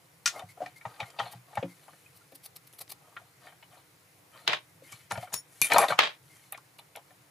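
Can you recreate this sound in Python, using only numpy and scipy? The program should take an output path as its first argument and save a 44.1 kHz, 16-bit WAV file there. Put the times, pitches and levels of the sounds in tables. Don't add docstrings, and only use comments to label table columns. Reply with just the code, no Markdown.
import sys
import numpy as np
from scipy import signal
from scipy.fft import rfft, irfft
from scipy.io import wavfile
from scipy.ndimage import uniform_filter1d

SR = 44100
rng = np.random.default_rng(int(sys.argv[2]) if len(sys.argv) > 2 else 0)


def digitize_waveform(pressure):
    field = np.atleast_2d(pressure).T
    bounded = np.clip(field, -1, 1)
    quanta = np.round(bounded * 32767).astype(np.int16)
    wavfile.write(sys.argv[1], SR, quanta)


def attenuation_scalar(level_db):
    decades = np.asarray(level_db, float) / 20
    return 10 ** decades


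N = 321930

# f/Hz, level/dB, t60/s
CASTING_MODES = [(358, 0.5, 0.02), (432, 6, 0.022), (520, -8.5, 0.079), (647.6, 3, 0.025),
                 (707, 4.5, 0.045), (828.6, 1, 0.049), (916, 14, 0.013), (1080, 2, 0.024), (1164, 6, 0.023)]
# f/Hz, level/dB, t60/s
STEEL_MODES = [(1400, 3, 0.023), (1530, 4, 0.016), (1855, 6.5, 0.021), (2276, 0, 0.034), (2360, 2, 0.019),
               (2495, -8.5, 0.048), (3033, -3, 0.044), (3315, -3.5, 0.039), (3640, 4.5, 0.025),
               (4028, 7, 0.012), (4460, -3, 0.016)]
# f/Hz, density level/dB
EDGE_SPECTRUM = [(4000, -10.5), (5500, -3.5), (8000, -2), (11000, 1.5), (14000, -10), (16500, -30.5)]


def evened(x):
    return x / np.sqrt(np.mean(x ** 2) + 1e-20)


def peaked(x):
    return x / (abs(x).max() + 1e-20)


def read(points, hz):
    f, value = np.transpose(points)
    return np.interp(np.log(hz + 1), np.log(f + 1), value)


def add(mix, s, sound):
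    part = mix[..., round(s * SR):][..., :sound.shape[-1]]
    part += sound[..., :part.shape[-1]]


def smooth_noise(size, width):
    return evened(uniform_filter1d(rng.standard_normal(size), size=width))


def coloured(points, size):
    z = rfft(rng.standard_normal(size))
    z = z * attenuation_scalar(read(points, np.fft.rfftfreq(size, 1 / SR)))
    return evened(irfft(z, size))


def humming(peaks, size):
    hz = np.fft.rfftfreq(size, 1 / SR)
    colour = sum(attenuation_scalar(db) / (1 + (2 * (hz - f) / width) ** 2) for f, width, db in peaks)
    return evened(irfft(rfft(rng.standard_normal(size)) * colour, size))


def ring(modes, size, spread_db, detune):
    hz, db, t60 = np.transpose(modes)[:, :, None]
    weigh, shift = rng.standard_normal((2, len(modes), 1))
    t = np.arange(size) / SR
    decay = attenuation_scalar(db + spread_db * weigh - 60 * t / np.maximum(t60, .005))
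    onset = 1 - np.exp(-(hz * t / 1.465) ** 2)
    return decay * onset * np.sin(2 * np.pi * hz * (1 + detune * shift) * t)


def contact(ms, size):
    u = np.arange(size) / SR * 1000 / max(ms, .1)
    return rng.standard_normal(size) * u ** 0.89 * np.exp(-4.5 * u)


def struck(force, modes):
    return peaked(signal.fftconvolve(force, modes)[:len(force)])


def placed(x, pan_db):
    return x * attenuation_scalar([[pan_db / 2], [-pan_db / 2]])


def clack(ms):
    late = round(rng.uniform(4, 12) * SR / 1000)
    t_ms = np.arange(4096) / SR * 1000 - 20
    bounce = np.roll(contact(ms, size=4096), late)
    blow = peaked(contact(ms, size=4096) + attenuation_scalar(-12.5) * bounce)
    scuff = rng.standard_normal(4096) * np.exp(np.minimum(t_ms, 0) / 2.9) * (t_ms < 0) / 3
    return np.roll(blow, round(.02 * SR)) + attenuation_scalar(-16.5) * scuff


def near_pitch(modes, hz, fall_db):
    mode_hz = np.transpose(modes)[0][:, None]
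    share = attenuation_scalar(-fall_db * abs(np.log2(mode_hz / hz)))
    return (share * ring(modes, 3000, spread_db=2, detune=.015)).sum(0)


def knocks():
    # t/s, casting level/dB, casting f/Hz, steel re casting level/dB, steel f/Hz
    blows = [(0.334, -47, 700, -33, 1360), (0.36, -36.5, 640, -6, 1300), (0.393, -39, 565, 1.5, 2760),
             (0.421, -38, 650, -11.5, 1840), (0.572, -43, 611, -22, 1370), (0.604, -30, 670, -31, 1330),
             (0.616, -24, 640, -26, 1830), (0.66, -39, 650, 5, 1860), (0.811, -63.5, 479, 21.5, 2160),
             (0.852, -26, 900, -10, 1870), (0.994, -39, 820, -15, 3500), (1.002, -29, 880, 3.5, 2990),
             (1.011, -34, 883, -2, 3560), (1.029, -48, 950, 14, 1300), (1.189, -27, 850, 2, 3070),
             (1.198, -21, 880, -6, 1800), (1.209, -43, 640, 4, 3600), (1.234, -46, 891, 5, 2200),
             (1.26, -34.5, 795, -11, 1880), (1.333, -41.5, 774, -11, 1300), (1.53, -44, 820, -7, 1840),
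             (1.554, -46, 590, 6.5, 2220), (1.572, -20.5, 796, -7, 1320), (1.627, -28, 490, -7, 2500),
             (1.881, -42.5, 1090, -5.5, 1300), (1.932, -55, 750, 4, 1850), (2.321, -52, 490, -3, 2170),
             (3.166, -42, 1300, 10, 1450), (3.214, -53, 706, -5, 2460), (3.469, -48.5, 870, 10.5, 1990),
             (3.522, -53, 686, 2, 1400), (3.626, -51, 850, 6, 2290), (3.73, -54, 640, -9, 1310),
             (3.769, -49.5, 700, -17, 1380), (4.358, -51, 1160, 0, 1350), (4.927, -44.5, 1300, 4, 2410),
             (5.111, -24, 866, 1.5, 1300), (5.12, -29.5, 714, -8, 1300), (5.155, -35.5, 800, 4, 1320),
             (5.177, -29.5, 764, -12, 1900), (5.227, -32.5, 770, -10, 2130), (5.273, -49.5, 557, 6.5, 1400),
             (5.322, -38.5, 835, -4, 1760), (5.704, -23.5, 790, -20, 1540), (5.719, -18, 1020, 6.5, 2360),
             (5.743, -13.5, 890, -9, 1300), (5.761, -8, 830, -8, 1880), (5.783, -9, 940, -10, 1530),
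             (5.799, -17, 759, -9, 1380), (5.814, -27, 720, 5, 1300), (5.825, -19, 840, -3, 1900),
             (5.836, -10.5, 850, -9.5, 1780), (5.883, -32.5, 719, 9, 3640), (5.904, -20, 772, 0, 1380),
             (5.921, -16, 1200, -8, 1450), (6.524, -38.5, 1200, 2, 2480), (6.544, -44, 710, 7, 2000),
             (6.578, -44, 1200, -6, 1285), (6.788, -45, 808, 4.5, 3530), (6.954, -43.5, 780, 7.5, 2370),
             (6.969, -38.5, 802, -4.5, 2890), (7.105, -52, 635, 0.5, 1970)]
    # f/Hz, density level/dB
    shake_spectrum = [(250, -27), (600, -3), (1000, 1), (2200, -8.5), (4000, -17), (7000, -16.5),
                      (12000, -37.5)]
    out, t = np.zeros(N), np.arange(4096) / SR
    seated = np.maximum(t - .02, 0)
    for s, db, low_hz, steel_db, steel_hz in blows:
        ms = max(9 - 0.01 * steel_db, 2)
        casting = struck(clack(ms), near_pitch(CASTING_MODES, low_hz, fall_db=19.0))
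        steel = struck(clack(ms), near_pitch(STEEL_MODES, steel_hz, fall_db=13.5))
        shake = coloured(shake_spectrum, size=4096)
        shake = shake * np.exp(-seated / 0.038) * (1 - np.exp(-seated / 0.0045))
        loudest = max(1, attenuation_scalar(steel_db))
        knock = casting + attenuation_scalar(steel_db) * steel + attenuation_scalar(-25) * loudest * shake
        add(out, s - .02 - .00015 * ms, attenuation_scalar(db) * knock)
    return out


def thuds():
    # t/s, peak level/dB
    settlings = [(1.626, -23), (2.32, -46.5), (4.82, -45.5)]
    # f/Hz, level/dB, t60/s
    tailstock_modes = [(281, -1.5, 0.15), (340, -3.5, 0.18), (389, -6.5, 0.067), (529, 14.5, 0.055),
                       (690, -26, .08)]
    out = np.zeros(N)
    for s, db in settlings:
        body = ring(tailstock_modes, 8000, spread_db=0.5, detune=0.013).sum(0)
        add(out, s, attenuation_scalar(db) * struck(contact(1.5, size=8000), body))
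    return out


def rubs():
    casting, steel, hiss = pressure()
    slips = attenuation_scalar(4.5 * np.minimum(rng.exponential(1, (2, N)), 5)) * rng.standard_normal((2, N))
    slips *= rng.random((2, N)) < [[2500 / SR], [6000 / SR]]
    out = 0
    for slip, level, modes in zip(slips, (casting, steel), (CASTING_MODES, STEEL_MODES)):
        spot = rng.integers(0, 3, N // 2048 + 1).repeat(2048)[:N]
        for k in range(3):
            body = ring(modes, 2048, spread_db=3, detune=.03).sum(0)
            force = evened(slip) * level * (spot == k)
            out = out + signal.oaconvolve(force, body / np.linalg.norm(body))[:N]
    grain = attenuation_scalar(1.5 * smooth_noise(N, 120))
    return out + hiss * evened(coloured(EDGE_SPECTRUM, size=N) * grain)


def pressure():
    # t/s, length/s, pressure level/dB, brightness (0 casting, 1 skin and edges)
    slides = [(0.303, 0.15, -44.5, 0.065), (0.563, 0.23, -61, 0.3), (0.814, 0.46, -50, 0.19),
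              (1.16, .23, -45, 0.3), (1.453, 0.18, -55.5, 0.18), (1.583, 0.77, -66, 0.71),
              (2.926, 0.43, -62.5, 0.066), (3.397, 0.17, -50.5, 0.24), (3.691, 0.14, -55, 0.25),
              (4.3, .22, -52, 0.29), (4.817, 0.27, -54.5, .65), (5.106, 0.17, -51.5, 0.61),
              (0.268, .12, -69, 0.79), (5.243, 0.15, -58, 0.2), (5.335, 0.069, -57, 0.49),
              (5.474, 0.39, -56.5, 0.76), (5.632, 0.065, -32.5, 0.69), (5.691, .12, -22, 0.28),
              (5.775, .09, -23, 0.17), (5.875, 0.065, -26, .3), (6.224, 0.34, -63, 0.7)]
    peak_at, fade_db = 0.31, 18
    casting_loss_db, steel_loss_db, hiss_loss_db, hiss_db = 28.5, 21, 29, 1
    background = attenuation_scalar((-86, -79.5, -70))
    out = background[:, None] * np.ones(N)
    for s, length, db, bright in slides:
        u = np.arange(0, length, 1 / SR) / length
        away = np.where(u < peak_at, 1 - u / peak_at, (u - peak_at) / (1 - peak_at))
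        share_db = [[-casting_loss_db * bright],
                    [-steel_loss_db * abs(2 * bright - 1)],
                    [hiss_db - hiss_loss_db * (1 - bright)]]
        swell = attenuation_scalar(db - fade_db * away ** 2) * np.minimum(1, 8 * (1 - away))
        add(out, s, swell * attenuation_scalar(share_db))
    return out


def clinks():
    # t/s, tick level/dB, ring re tick level/dB, ring length/s, part struck
    strikes = [(2.7275, -48, -1, 0.044, "ferrule"), (5.1205, -24.5, -19, 0.031, "die"),
               (5.328, -36, 6.5, 0.034, "die"), (5.3413, -12.5, -19, 0.061, "die"),
               (5.616, -6, -9.5, 0.07, "holder"), (5.7349, -14.5, -20.5, 0.031, "holder"),
               (5.7831, -7, -14, 0.069, "holder"), (5.885, -29, -15.5, 0.077, "holder")]
    jingle_db = {"holder": -22, "die": -34, "ferrule": -3}
    # f/Hz, level/dB, t60/s
    holder_modes = [(2372, -2, .15), (2415, -2, .12), (2520, -6, .08), (3640, -6, .06), (4320, -12, .08),
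                    (6170, -12, .15), (7610, -10, .1), (8360, -13, .12), (8915, -9, .15), (9636, -3, .16),
                    (10360, -9, .1), (11290, -2, .07), (12170, -12, .08), (13960, -17, .15),
                    (14800, -22, .1)]
    # f/Hz, level/dB, t60/s
    die_modes = [(5523, -7, .4), (6756, 0, .1), (9711, 0, .15), (10340, -2, .25), (13200, -12, .05),
                 (15080, -14, .08)]
    # f/Hz, level/dB, t60/s
    ferrule_modes = [(9243, -5, .2), (9890, 0, .2), (10997, 0, .2), (12440, -8, .15)]
    parts = {"holder": holder_modes, "die": die_modes, "ferrule": ferrule_modes}
    out, t = np.zeros(N), np.arange(9000) / SR
    for s, db, ring_db, ring_s, part in strikes:
        body = ring(parts[part], 9000, spread_db=2.5, detune=0.0025).sum(0)
        chatter = rng.standard_normal(9000) * (rng.random(9000) < 700 / SR) * np.exp(-t / 0.054)
        grain = attenuation_scalar(2.2 * smooth_noise(9000, 90))
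        rattle = evened(coloured(EDGE_SPECTRUM, size=9000) * grain) * np.exp(-t / 0.04) / 3
        tick = peaked(coloured(EDGE_SPECTRUM, size=9000) * np.exp(-t / 0.0016))
        wobble = attenuation_scalar(2.5 * smooth_noise(9000, 250))
        ringing = wobble * struck(contact(3.2, size=9000) + 0.27 * chatter, body)
        after = attenuation_scalar(ring_db) * ringing + attenuation_scalar(jingle_db[part]) * rattle
        cut_off = after / (1 + np.exp((t - ring_s) / 0.01))
        add(out, s, attenuation_scalar(db) * (tick + cut_off))
    return out


def snaps():
    # t/s, level/dB
    moments = [(0.258, -10), (0.275, -14.5)]
    # f/Hz, level/dB, t60/s
    catch_modes = [(1400, 4.5, 0.052), (1880, -0.5, 0.034), (2460, 0, 0.027), (3560, -10, 0.09),
                   (4620, 3, 0.02), (4820, -72, 0.008), (6000, 8.5, 0.031), (6570, -5.5, 0.059),
                   (8000, -5, 0.04), (8600, -7, .03)]
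    # f/Hz, density level/dB
    rattle_spectrum = [(500, -19), (1300, 0), (3000, 0.5), (6000, 3.5), (9000, -5.5), (13000, -17),
                       (16500, -13)]
    out, t = np.zeros(N), np.arange(8000) / SR
    for s, db in moments:
        body = ring(catch_modes, 7200, spread_db=-2.0, detune=0.0054).sum(0)
        ringing = struck(contact(6.0, size=8000), body)
        decay = np.exp(-t / 0.012) + 0.13 * np.exp(-t / 0.044)
        rattle = peaked(coloured(rattle_spectrum, size=8000) * decay)
        add(out, s, attenuation_scalar(db) * (0.73 * ringing + 0.6 * rattle))
    return out


def brush():
    # t/s of the rise, bristle peak level/dB, time scale/ms, dull push re bristles level/dB
    strokes = [(1.3138, -31.5, 22, -24), (2.1514, -40, 30.4, -39), (2.3144, -45, 17.5, -9.5),
               (2.3475, -35.5, 17, -34), (2.433, -36, 22.4, -26), (2.4534, -31, 14.2, -22),
               (2.5583, -29.5, 14.2, -24.5), (2.668, -39, 12, -28), (2.7852, -32, 12, -20),
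               (2.8047, -24.5, 19.8, -19.5), (2.8928, -31, 16.5, -23), (2.9136, -26, 13.2, -17)]
    # f/Hz, density level/dB
    bristle_spectrum = [(1180, -33), (2000, -2), (3260, -5), (4300, 3.5), (6940, -8), (8400, -1),
                        (11000, 4.5), (14300, 0.5), (16000, 3.5)]
    out = np.zeros(N)
    for s, db, ms, dull_db in strokes:
        u = np.arange(4000) / SR * 1000 / ms
        swell = np.exp(-((u - 1.1) / np.where(u < 1.1, .55, .3)) ** 2)
        grain = attenuation_scalar(2.5 * uniform_filter1d(rng.standard_normal(4000), size=30) * 5.5)
        bristles = peaked(coloured(bristle_spectrum, size=4000) * grain * swell)
        body = ring(CASTING_MODES, 1400, spread_db=0.5, detune=0.0023).sum(0)
        push = signal.fftconvolve(rng.standard_normal(4000), body)[:4000]
        stroke = bristles + attenuation_scalar(dull_db) * peaked(push * swell)
        add(out, s - 0.00045 * ms, attenuation_scalar(db) * stroke)
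    return out


def ticks():
    # t/s, peak level/dB, tilt/dB an octave, left minus right level/dB, drag/ms
    scratches = [(0.3945, -39, -1, 5, 6), (0.6639, -37.5, -19, -4, 8), (1.0051, -32, -17.5, -2, 11),
                 (1.1044, -39.5, -11, -4, 6), (1.1972, -26, -22, 3, 9), (1.5559, -38.5, -1.5, 3, 7),
                 (2.3574, -53, -21, -3, 6), (2.736, -42, -28, .1, 3), (2.879, -45, -19, 6, 3),
                 (4.9252, -34, -6.5, 1, 16), (5.1138, -28.5, -13, 4, 14), (5.1771, -34, -23, 7, 6),
                 (5.3406, -25.5, -6.8, 10.5, 16), (5.7204, -21, -16.5, 5.5, 6), (5.9075, -30, -7.5, 2.5, 5),
                 (6.3694, -47.5, -6, -0.8, 5), (6.5241, -23.5, 22, -3, 3), (6.577, -39, -13, -3.5, 4),
                 (6.7865, -46, 8, -6, 5), (6.7955, -43.5, 8, 3, 5), (6.9616, -31, 4, -1.2, 3)]
    out, t_ms = np.zeros((2, N)), np.arange(4000) / SR * 1000 - 30
    for s, db, tilt_db, pan_db, ms in scratches:
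        colour = [(f, level + tilt_db * np.log2(f / 9000)) for f, level in EDGE_SPECTRUM]
        rise = np.exp(-abs(t_ms) / (0.29 * ms))
        fall = np.exp(-abs(t_ms) / 0.67) + attenuation_scalar(-3.5) * np.exp(-abs(t_ms) / ms)
        scratch = coloured(colour, size=4000) * np.where(t_ms < 0, rise, peaked(fall))
        add(out, s - .03, placed(attenuation_scalar(db) * peaked(scratch), pan_db))
    return out


def grinds():
    # t/s, rms level before fades/dB, length/s
    turns = [(0.345, -54, 0.059), (0.482, -55.5, 0.048), (0.756, -55.5, 0.036), (1.051, -58, 0.047),
             (1.677, -60.5, 0.064), (4.829, -61, 0.066), (4.983, -65, 0.057), (5.201, -52, 0.056),
             (6.291, -62.5, 0.089), (6.422, -65, 0.055)]
    # f/Hz, width/Hz, level/dB (before scaling by root width)
    thread_peaks = [(2117, 130, 5), (4500, 900, -8.5), (6700, 14000, 2), (11000, 1700, -4)]
    out, hz = np.zeros(N), np.fft.rfftfreq(8192, 1 / SR)
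    colour = sum(attenuation_scalar(db) / np.sqrt(width) / (1 + (2 * (hz - f) / width) ** 2)
                 for f, width, db in thread_peaks)
    for s, db, length in turns:
        rasp = evened(irfft(rfft(rng.standard_normal(8192)) * colour))[:round(length * SR)]
        add(out, s, attenuation_scalar(db) * rasp * signal.windows.tukey(len(rasp), .45))
    return out


def squeaks():
    # t/s, peak level/dB, middle f/Hz, length/s
    tones = [(2.058, -50.5, 2510, 0.016), (2.206, -60, 1390, 0.021)]
    glide = 0.053
    out = np.zeros(N)
    for s, db, hz, length in tones:
        t = np.arange(0, length, 1 / SR)
        cycles = hz * t * (1 + glide * (t / length - 1) / 2)
        add(out, s, attenuation_scalar(db) * np.hanning(len(t)) * np.sin(2 * np.pi * cycles))
    return out


def thumps():
    # t/s, peak level/dB, main swing f/Hz, main swing t60/s
    jolts = [(0.428, -42, 104, 0.21), (0.618, -46, 307, 0.14), (0.853, -40, 119, 0.096),
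             (1.017, -38, 118, 0.068), (1.207, -44.5, 120, 0.37), (1.341, -42.5, 121, 0.24),
             (1.577, -31.5, 122, 0.042), (1.633, -34, 179, 0.22), (4.476, -40.5, 341, 0.22),
             (4.926, -48, 119, 0.09), (5.113, -39, 111.3, 0.39), (5.172, -33.5, 113, 0.044),
             (5.327, -43, 174, 0.075), (5.764, -37.5, 185, 0.19), (5.898, -39, 162, 0.13)]
    out = np.zeros(N)
    for s, db, hz, t60 in jolts:
        modes = [(hz, 0, t60), (118, -4, t60), (176, -7, t60), (290, -9, 0.23 * t60)]
        swing = ring(modes, 12000, spread_db=2.0, detune=.015).sum(0)
        add(out, s, attenuation_scalar(db) * peaked(swing))
    return out


def bangs():
    # t/s, level/dB, crack at 3900 Hz level/dB, crack treble level/dB, echo length/s
    blasts = [(4.476, -9.5, 9, -24, 0.062), (4.531, -14.5, -5.5, -40, 0.029), (5.989, -4, -6, -31.5, 0.066)]
    # f/Hz, density level/dB
    echo_spectrum = [(59, -58), (100, -17), (324, -19.5), (452, -3), (524, -15), (688, -4), (983, -7),
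                     (1770, -3.5), (3530, -3.5), (10700, -39.5), (15000, -73)]
    # f/Hz, width/Hz, level/dB
    bench_peaks = [(610, 54, 0.5), (883, 30, -2.5), (1087, 33, 1), (1800, 32, -0.5), (2395, 78, -0.5),
                   (2435, 56, -65), (3230, 190, -4), (3733, 36, 1), (4700, 35, -14), (4940, 120, -14.5)]
    bench_db, walls_db, rise_db, rise_s = -5.5, -18, -25.5, 0.0047
    out, t = np.zeros((2, N)), np.arange(9000) / SR - .015
    after = np.maximum(t, 0)
    for s, db, edge_db, treble_db, length in blasts:
        colour = [(150, -32), (600, 0.8), (2200, 4.5), (3900, edge_db),
                  (7500, 0.64 * treble_db), (16000, treble_db)]
        shape = np.exp(-after / 0.0039) * (1 - np.exp(-(after / 0.0012) ** 2))
        shape = shape + attenuation_scalar(rise_db) * np.exp(-abs(t) / rise_s)
        crack = np.array([peaked(coloured(colour, size=9000) * shape) for _ in "LR"])
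        walls = np.array([coloured(echo_spectrum, size=9000) + attenuation_scalar(bench_db) * humming(bench_peaks, size=9000)
                          for _ in "LR"])
        swell = .5 + .5 * np.tanh((t - 0.13 * length) / (0.083 * length))
        swell = swell * np.exp(-(after / length) ** 1.64)
        swell = swell * attenuation_scalar(2.0 * smooth_noise(9000, 130))
        echo = attenuation_scalar(walls_db) * swell * (walls + .15 * walls[::-1])
        add(out, s - .015, attenuation_scalar(db) * (1.2 * crack + .15 * crack[::-1] + echo))
    return out


def workshop(x, t60):
    taps = np.zeros((2, 8000))
    at = np.arange(200, 7980, 20) + rng.integers(0, 20, (2, 389))
    np.put_along_axis(taps, at, rng.choice([-1., 1.], at.shape), 1)
    hz, t, z = signal.stft(taps, SR, nperseg=128)
    decay = attenuation_scalar(-60 * t * (1 + hz[:, None] / 9000) / t60)
    tail = signal.istft(z * decay, SR, nperseg=128)[1]
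    bass = uniform_filter1d(tail, size=24, axis=1)
    tail = tail - bass + bass.mean(0)
    return signal.oaconvolve(x[None], tail / np.linalg.norm(tail[0]), axes=1)[:, :N]


def quiet():
    # f/Hz, density level/dB
    floor_spectrum = [(15, -81), (25, -57.5), (85, -31), (142, 10.5), (220, -31.5), (296, -10), (553, -11),
                      (766, -9.5), (1830, -13.5), (2040, -11), (3230, -19.5), (4130, -18), (10700, -28.5),
                      (15200, -21), (16500, -42.5)]
    # f/Hz, likeness
    likeness = [(60, 1), (180, 0.88), (550, 0.16), (1650, 0.062), (4970, 0.14), (15000, 1)]
    # f/Hz, rms level/dB
    tone_table = [(10300, -81), (496.3, -79), (300, -78)]
    frames, hz = N // 256 + 5, np.fft.rfftfreq(1024, 1 / SR)
    a, b, c, d, patches = rng.standard_normal((frames, 513, 5)).T
    patches = uniform_filter1d(patches, size=14, axis=0)
    patches = evened(uniform_filter1d(patches, size=12, axis=1))
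    same = np.clip(read(likeness, hz), -1, 1)[:, None]
    left = a + 1j * b
    right = same * left + np.sqrt(1 - same ** 2) * (c + 1j * d)
    z = np.array([left, right]) * attenuation_scalar(read(floor_spectrum, hz)[:, None] + 1.1 * patches)
    floor = evened(signal.istft(z, nperseg=1024, noverlap=768)[1][:, :N])
    tones = np.zeros(N)
    for f, db in tone_table:
        resonator = [1, -2 * .9985 * np.cos(2 * np.pi * f / SR), .9985 ** 2]
        tones += attenuation_scalar(db) * evened(signal.lfilter([1], resonator, rng.standard_normal(N)))
    return attenuation_scalar(-62) * floor + tones


def scene():
    blows = knocks() + thuds() + rubs() + grinds() + squeaks()
    steel = clinks() + snaps() + brush()
    bright = ticks()
    near = placed(blows, pan_db=3.0) + placed(steel, pan_db=2.5) + bright + thumps()
    room = attenuation_scalar(-11.0) * workshop(blows, t60=0.11)
    room = room + attenuation_scalar(-11.5) * workshop(steel + bright.mean(0), t60=0.12)
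    return near + room + bangs() + quiet()


def top_cut(x):
    return signal.sosfilt(signal.butter(12, 16640, fs=SR, output="sos"), x)


def record(dry):
    low_cut_hz, high_cut_hz = 85, 15900
    heard = signal.sosfilt(signal.butter(3, low_cut_hz, "high", fs=SR, output="sos"), dry)
    heard = signal.sosfilt(signal.cheby2(12, 50, high_cut_hz, fs=SR, output="sos"), heard)
    return top_cut(heard)


dry = scene()
out = record(dry)
digitize_waveform(out)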